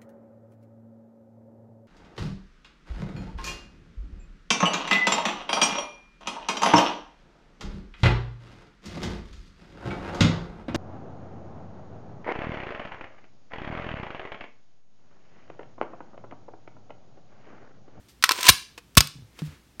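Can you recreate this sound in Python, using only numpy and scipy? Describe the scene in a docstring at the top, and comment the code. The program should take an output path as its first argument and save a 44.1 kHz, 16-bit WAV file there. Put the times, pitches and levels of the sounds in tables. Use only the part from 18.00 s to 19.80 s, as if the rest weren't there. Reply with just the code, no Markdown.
"""A loaded steel magazine is fed into a pistol, close to the microphone, above a workbench in a small room.
Over faint room tone it clacks against the mouth of the hollow grip, steel ringing, then scrapes up the
well, squeaks, and is driven home with a palm thud and a spring ping. A grip panel knocks softly.
The palm slaps the magazine once more, hard enough to overload the microphone, and it clicks back.
Afterwards the hands bump the bench softly and rub on grip and mat; one faint steel click comes last."""
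import sys
import numpy as np
from scipy import signal
from scipy.fft import rfft, irfft
from scipy.io import wavfile

SR = 44100
rng = np.random.default_rng(int(sys.argv[2]) if len(sys.argv) > 2 else 0)


def transcribe(u):
    """Save the signal u as a 16-bit wav file named by the first command-line argument.

    u: samples, shape (n,) or (channels, n), limited to [-1, 1]; the rate is SR.
    q: integer samples, one column per channel.
    """
    v = np.clip(np.atleast_2d(u).T, -1, 1)
    q = np.round(v * 32767).astype(np.int16)
    wavfile.write(sys.argv[1], SR, q)


N = 79380

# hiss of the quiet room: (frequency [Hz], relative density [dB])
HISS_SPECTRUM = [(25, -12), (60, -3), (150, -4), (300, -8), (600, -18), (1200, -20), (3000, -22),
                 (6000, -26), (16000, -34)]
# steel meets steel: (time [s], level [dB], crush length [s], t60 [s], tilt [dB/octave],
# ring of the hollow grip [dB], low body [dB])
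STEEL_CONTACTS = [(0.085, -56.5, 0.013, 0.17, 2.5, -21, 11.5), (0.225, -26, 0.0031, 0.022, 0, -21.5, -9),
                  (0.2389, -4.5, 0.0011, 0.024, -1.8, -7.5, -8.5),
                  (0.254, -30, 0.0074, 0.049, -1, 0.5, -4.5), (0.2917, -7.5, 0.00044, 0.011, -2, -3.5, -4),
                  (0.3101, -15, 0.0014, 0.019, -2.5, -11, 3), (0.3176, -17, 0.0022, 0.017, 0.5, -14, 4),
                  (0.3855, -30, 0.0053, 0.034, -3.5, -5.5, 9), (0.4086, -28, 0.0013, 0.045, 3, -12.5, -0.5),
                  (0.429, -18.5, .003, .016, 0.5, -11, 4), (0.441, -26.5, 0.0017, 0.022, -1, -6.5, 0.5),
                  (0.467, -15, 0.0014, .035, -0.5, -8.5, -4.5),
                  (0.4825, -10.5, 0.0051, 0.025, -2, -6.5, -1), (0.4866, -3.5, 0.0045, 0.018, 3, -18, -1.5),
                  (.4900, 3, 0.0045, 0.009, 0, -17, -1), (0.4963, -4.5, 0.0022, 0.027, 3, -12.5, 0.5),
                  (0.952, -39, 0.00084, .014, 2.5, -20.5, -4.5), (0.9697, -15, .001, 0.018, 6, -17, 3.5),
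                  (0.9725, 1, 0.0013, 0.018, 1, -5.5, 7), (0.979, -0.5, 0.00088, 0.022, 1.1, -19.5, -4.5),
                  (1.0061, -8, 0.00069, 0.016, 1.5, -14.5, 9.5), (1.072, -31.5, 0.0016, 0.016, 4.5, -27, 0),
                  (1.7972, -29, 0.0036, 0.038, -4, -14, -6.5)]
# the crack of a contact: (frequency [Hz], relative density [dB])
CRACK_SPECTRUM = [(60, -35), (160, -26.5), (330, -12), (700, -18.5), (1100, 0), (2000, -0.5), (2800, 0.5),
                  (5500, -1.5), (7800, -8.5), (9200, -5.5), (10400, -17), (12500, -9), (16000, -22.5)]
# how far up a contact's low body reaches: (frequency [Hz], share [0-1])
BODY_REACH = [(650, 1), (1100, 0.047)]
# modes of frame and magazine: (frequency [Hz], level [dB], t60 [s])
STEEL_MODES = [(1322, -8, .07), (1490, -14, .05), (2150, -14, .06), (2347, -11, .08), (2630, -11, .08),
               (2862, -13, .09), (3250, -14, .07), (3462, -16, .07), (3557, -12, .06), (3970, -15, .05),
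               (4078, -15, .08), (4526, -12, .08), (5222, -14, .09), (5355, -15, .05), (6200, -15, .03),
               (8930, -16, .04)]
# pitch of the hollow grip as the magazine goes in: (time [s], pitch [Hz])
WELL_PITCH = [(.24, 1130), (.3, 1030), (.455, 1000), (.49, 1116)]
# the room's answer against the close sound: (frequency [Hz], level [dB])
REVERB_LEVELS = [(150, -22), (350, -19), (600, -22.5), (1300, -22), (2600, -22.5), (4500, -21), (8500, -25),
                 (15000, -24.5)]
# how long the room rings: (frequency [Hz], t60 [s])
REVERB_DECAY = [(150, .23), (1300, .29), (2600, .38), (4500, .39), (8500, .32), (15000, .22)]
# force of the magazine sliding up the well: (time [s], level [dB])
SLIDE_FORCE = [(.24, -62.5), (.28, -44), (0.329, -34.5), (.36, -41.5), (.39, -33.5), (0.439, -36),
               (0.446, -25), (0.477, -24.5), (.486, -36.5)]
# steel scraping in the well: (frequency [Hz], relative density [dB])
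SCRAPE_SPECTRUM = [(60, -37.5), (170, -23), (350, 0.5), (700, -5), (1000, 1), (3000, 5), (6000, -1),
                   (9000, -3), (10500, -15), (13000, -11), (15000, -11)]
# the palm drives the base plate: (time [s], level [dB])
PALM_STRIKES = [(0.4956, -8.5), (0.972, 4)]
# the spring of the catch: (time [s], level [dB], pitch [Hz], t60 [s])
SPRING_PINGS = [(.4958, -32, 9510, .28), (1.0064, -17, 4790, .04)]
# grip panels knock in the hand: (time [s], level [dB], tilt [dB/octave])
PANEL_KNOCKS = [(0.7772, -40, -1.5), (1.389, -42, -2.5)]
# modes of a grip panel: (frequency [Hz], level [dB], t60 [s])
PANEL_MODES = [(300, -9, .06), (478, -4, .09), (700, -7, .06), (895, -7, .05), (1125, -5, .05),
               (2470, -6, .07), (2600, -7, .08), (3178, 0, .035), (4380, -6, .03), (5930, -8, .03)]
# soft knocks that reach the bench: (time [s], level [dB], pitch [Hz])
BENCH_BUMPS = [(0.999, -27.5, 145.8), (1.155, -38, 133.3), (1.187, -40.5, 136.7), (1.223, -39, 107.8),
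               (1.42, -22, 150.4), (1.478, -37.5, 82.8)]
# skin rubs on the grip and the mat: (peak time [s], level [dB], fade time [s], tilt [dB/octave])
SKIN_RUBS = [(1.405, -52, .027, -.5), (1.462, -51, .018, .5), (1.52, -53, .037, -2)]
# friction of skin: (frequency [Hz], relative density [dB])
SKIN_SPECTRUM = [(60, -6), (250, 8), (700, -6), (1700, 3), (4000, -2), (7000, -7), (15000, -15)]

WELL_T60_S = 0.036  # ring time of the hollow grip


def from_db(db):
    """Decibels as an amplitude ratio."""
    return 10 ** (np.asarray(db) / 20)


def unit_rms(x):
    """Scales a signal to rms 1."""
    return x / np.sqrt(np.mean(x ** 2) + 1e-20)


def since(start):
    """Seconds elapsed after a moment, zero before it."""
    return np.maximum(np.arange(N) / SR - start, 0)


def decay(t, t60):
    """An envelope that falls 60 dB in t60 seconds."""
    return np.exp(-np.log(1000) * t / t60)


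def rise(t, attack_s):
    """An envelope that climbs from 0 towards 1."""
    return 1 - np.exp(-t / attack_s)


def at_hz(table, hz):
    """Reads a table on a log-frequency axis."""
    frequencies, values = np.transpose(table)
    return np.interp(np.log(np.maximum(hz, 1)), np.log(frequencies), values)


def coloured(noise, spectrum, tilt_db=0):
    """Gives a steady noise a spectrum, and a tilt per octave above 500 Hz; rms 1."""
    hz = np.arange(N // 2 + 1) * SR / N
    gain_db = at_hz(spectrum, hz) + tilt_db * np.log2(np.maximum(hz, 500))
    return unit_rms(irfft(rfft(noise) * from_db(gain_db), N))


def low_cut(x, hz):
    """Rolls the bass off at 12 dB per octave."""
    return signal.sosfilt(signal.butter(2, hz, "high", fs=SR, output="sos"), x)


def clicks(times, levels_db):
    """Single-sample kicks at the given moments."""
    out = np.zeros(N)
    np.add.at(out, (np.asarray(times) * SR).astype(int), from_db(levels_db))
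    return out


def ring(drive, hz, t60):
    """One mode, which a unit click sets ringing at height 1; it passes no deep bass."""
    radius, angle = from_db(-60 / (t60 * SR)), 2 * np.pi * hz / SR
    return signal.lfilter([.5, 0, -.5], [1, -2 * radius * np.cos(angle), radius ** 2], drive + 1e-18)


def thud(start, start_hz, end_hz, sag_s, attack_s, t60):
    """A soft blow: a damped swing whose pitch sinks as the contact relaxes."""
    t = since(start)
    cycles = end_hz * t + (start_hz - end_hz) * sag_s * rise(t, sag_s)
    return rise(t, attack_s) * decay(t, t60) * np.sin(2 * np.pi * cycles)


def room_tone(hiss_db=-59.5, hum_db=-62, hum_hz=58.5):
    """The small room at rest: faint hiss and a low hum."""
    hiss = coloured(rng.standard_normal(N), HISS_SPECTRUM)
    hum = np.sin(2 * np.pi * hum_hz * since(0))
    return from_db(hiss_db) * hiss + from_db(hum_db) * hum


def steel_clacks():
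    """Each contact is a brief crush of dense, fast-dying vibration, with no deep bass."""
    out = np.zeros(N)
    for start, db, crush_s, t60, tilt_db, _, body_db in STEEL_CONTACTS:
        spectrum = [(hz, crack_db + body_db * at_hz(BODY_REACH, hz)) for hz, crack_db in CRACK_SPECTRUM]
        envelope = rise(since(start), attack_s=0.000067) * decay(since(start + crush_s), t60)
        out += from_db(db) * envelope * coloured(rng.standard_normal(N), spectrum, tilt_db)
    return low_cut(out, hz=190)


def hollow_grip(drive, moment):
    """The hollow grip rings at the pitch it has at that moment of the magazine's travel."""
    return ring(drive, np.interp(moment, *np.transpose(WELL_PITCH)), WELL_T60_S)


def contact_ringing(steel_db=-11.5, scatter_db=1):
    """After each contact the steel and the hollow grip ring on; parts this small radiate little bass."""
    out = np.zeros(N)
    times, contact_db, *_, well_db, _ = np.transpose(STEEL_CONTACTS)
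    for k, (hz, mode_db, t60) in enumerate(STEEL_MODES):
        strike_db = contact_db + steel_db + mode_db + scatter_db * rng.standard_normal(len(times))
        out += (-1) ** k * ring(clicks(times, strike_db), hz, t60)  # modes alternate in polarity
    for start, hollow_db in zip(times, contact_db + well_db):
        out += hollow_grip(clicks([start], [hollow_db]), start)
    return low_cut(out, hz=850)


def room_reverb(close, onset_s=.018):
    """The room answers with a diffuse tail that builds quickly and dies at its own rate per half octave."""
    t, hz = since(0), np.arange(N // 2 + 1) * SR / N
    white, tail = rfft(rng.standard_normal(N)), np.zeros(N)
    build_up = 1 - np.exp(-(t / onset_s) ** 2)
    edges_hz = np.geomspace(70, 18000, 17)
    for low, high in zip(edges_hz, edges_hz[1:]):
        centre = np.sqrt(low * high)
        band = irfft(white * (hz >= low) * (hz < high), N)
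        envelope = build_up * decay(t, at_hz(REVERB_DECAY, centre))
        tail += from_db(at_hz(REVERB_LEVELS, centre)) * envelope / np.linalg.norm(envelope) * band
    return signal.fftconvolve(close, tail)[:N]


def magazine_scrape(slips_per_s=5000, spread_db=1, judder_db=4, judder_s=0.0025, hollow_db=-9.5):
    """Tiny uneven slips of the magazine wall hiss and stir the hollow grip; the push judders."""
    times, force_db = np.transpose(SLIDE_FORCE)
    t, knots = since(0), np.arange(0, N / SR, judder_s)
    sizes = from_db(spread_db * np.minimum(rng.exponential(1, N), 4))
    signs = rng.choice([-1, 1], N)
    slips = sizes * signs * (rng.random(N) < slips_per_s / SR)
    judder = np.interp(t, knots, rng.standard_normal(N)[:len(knots)])
    push_db = np.interp(t, times, force_db, left=-np.inf, right=-np.inf)
    force = from_db(push_db + judder_db * judder)
    hollow = unit_rms(hollow_grip(slips, times.mean()))
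    return force * (coloured(slips, SCRAPE_SPECTRUM) + from_db(hollow_db) * hollow)


def magazine_squeak(peak_s=.459, width_s=.005, hz=8000, rise_hz_per_s=70000, db=-30):
    """Steel sticks and slips for a moment in a thin, rising chirp."""
    t = since(0) - peak_s
    cycles = hz * t + rise_hz_per_s * t ** 2 / 2
    return from_db(db) * np.exp(-(t / width_s) ** 2) * np.sin(2 * np.pi * cycles)


def palm_blows(slap_db=-14.5):
    """The heel of the hand lands with a short, falling thud; air trapped under it gives a hollow slap."""
    out = np.zeros(N)
    for start, db in PALM_STRIKES:
        out += from_db(db) * thud(start, start_hz=308, end_hz=50.4, sag_s=.0055, attack_s=.0051, t60=.062)
        out += ring(clicks([start], [db + slap_db]), hz=358, t60=0.03)
    return out


def catch_spring(blur_s=.016):
    """The spring buzzes against its seat as the catch snaps in: a thin, blurred ping."""
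    out = np.zeros(N)
    for start, db, hz, t60 in SPRING_PINGS:
        t = since(start)
        buzz = unit_rms(ring(rng.standard_normal(N), hz, blur_s))
        out += from_db(db) * (t > 0) * decay(t, t60) * buzz
    return out


def grip_panels(crack_db=5):
    """A grip panel shifts under the fingers: a soft crack and a hollow knock."""
    out = np.zeros(N)
    for start, db, tilt_db in PANEL_KNOCKS:
        kick, t = clicks([start], [0]), since(start)
        knock = sum((-1) ** k * from_db(mode_db) * ring(kick, hz, t60)
                    for k, (hz, mode_db, t60) in enumerate(PANEL_MODES))
        noise = coloured(rng.standard_normal(N), CRACK_SPECTRUM, tilt_db)
        crack = from_db(crack_db) * decay(t, t60=.05) * noise
        out += from_db(db) * rise(t, attack_s=.001) * (knock + crack)
    return out


def bench_bumps(start_ratio=1.6, overtone_ratio=1.8, overtone_db=-5.5):
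    """Soft knocks set the bench top booming, with one short overtone."""
    out = np.zeros(N)
    for start, db, hz in BENCH_BUMPS:
        out += from_db(db) * thud(start, hz * start_ratio, hz, sag_s=0.0036, attack_s=0.00067, t60=0.21)
        out += ring(clicks([start], [db + overtone_db]), hz * overtone_ratio, t60=0.06)
    return out


def hand_rubs():
    """The hands shift in short swells of friction that fade softly."""
    out = np.zeros(N)
    for peak_s, db, fade_s, tilt_db in SKIN_RUBS:
        swell = from_db(db) / np.cosh((since(0) - peak_s) / fade_s)
        out += swell * coloured(rng.standard_normal(N), SKIN_SPECTRUM, tilt_db)
    return out


def scene():
    """Pistol and hands close to one microphone, with the small room behind them."""
    pistol = steel_clacks() + contact_ringing() + catch_spring() + grip_panels()
    magazine = magazine_scrape() + magazine_squeak()
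    hands = palm_blows() + bench_bumps() + hand_rubs()
    close = pistol + magazine + hands
    return (close + room_reverb(close) + room_tone())[None]


def record(dry):
    """The hard blows overload the microphone, which flattens their peaks; the top is cut steeply."""
    ceiling, hardness, cutoff_hz = 1.0, 6, 16000
    flattened = dry / (1 + (dry / ceiling) ** hardness) ** (1 / hardness)
    return signal.sosfilt(signal.ellip(10, .1, 70, cutoff_hz, fs=SR, output="sos"), flattened)


dry = scene()
out = record(dry)
transcribe(out)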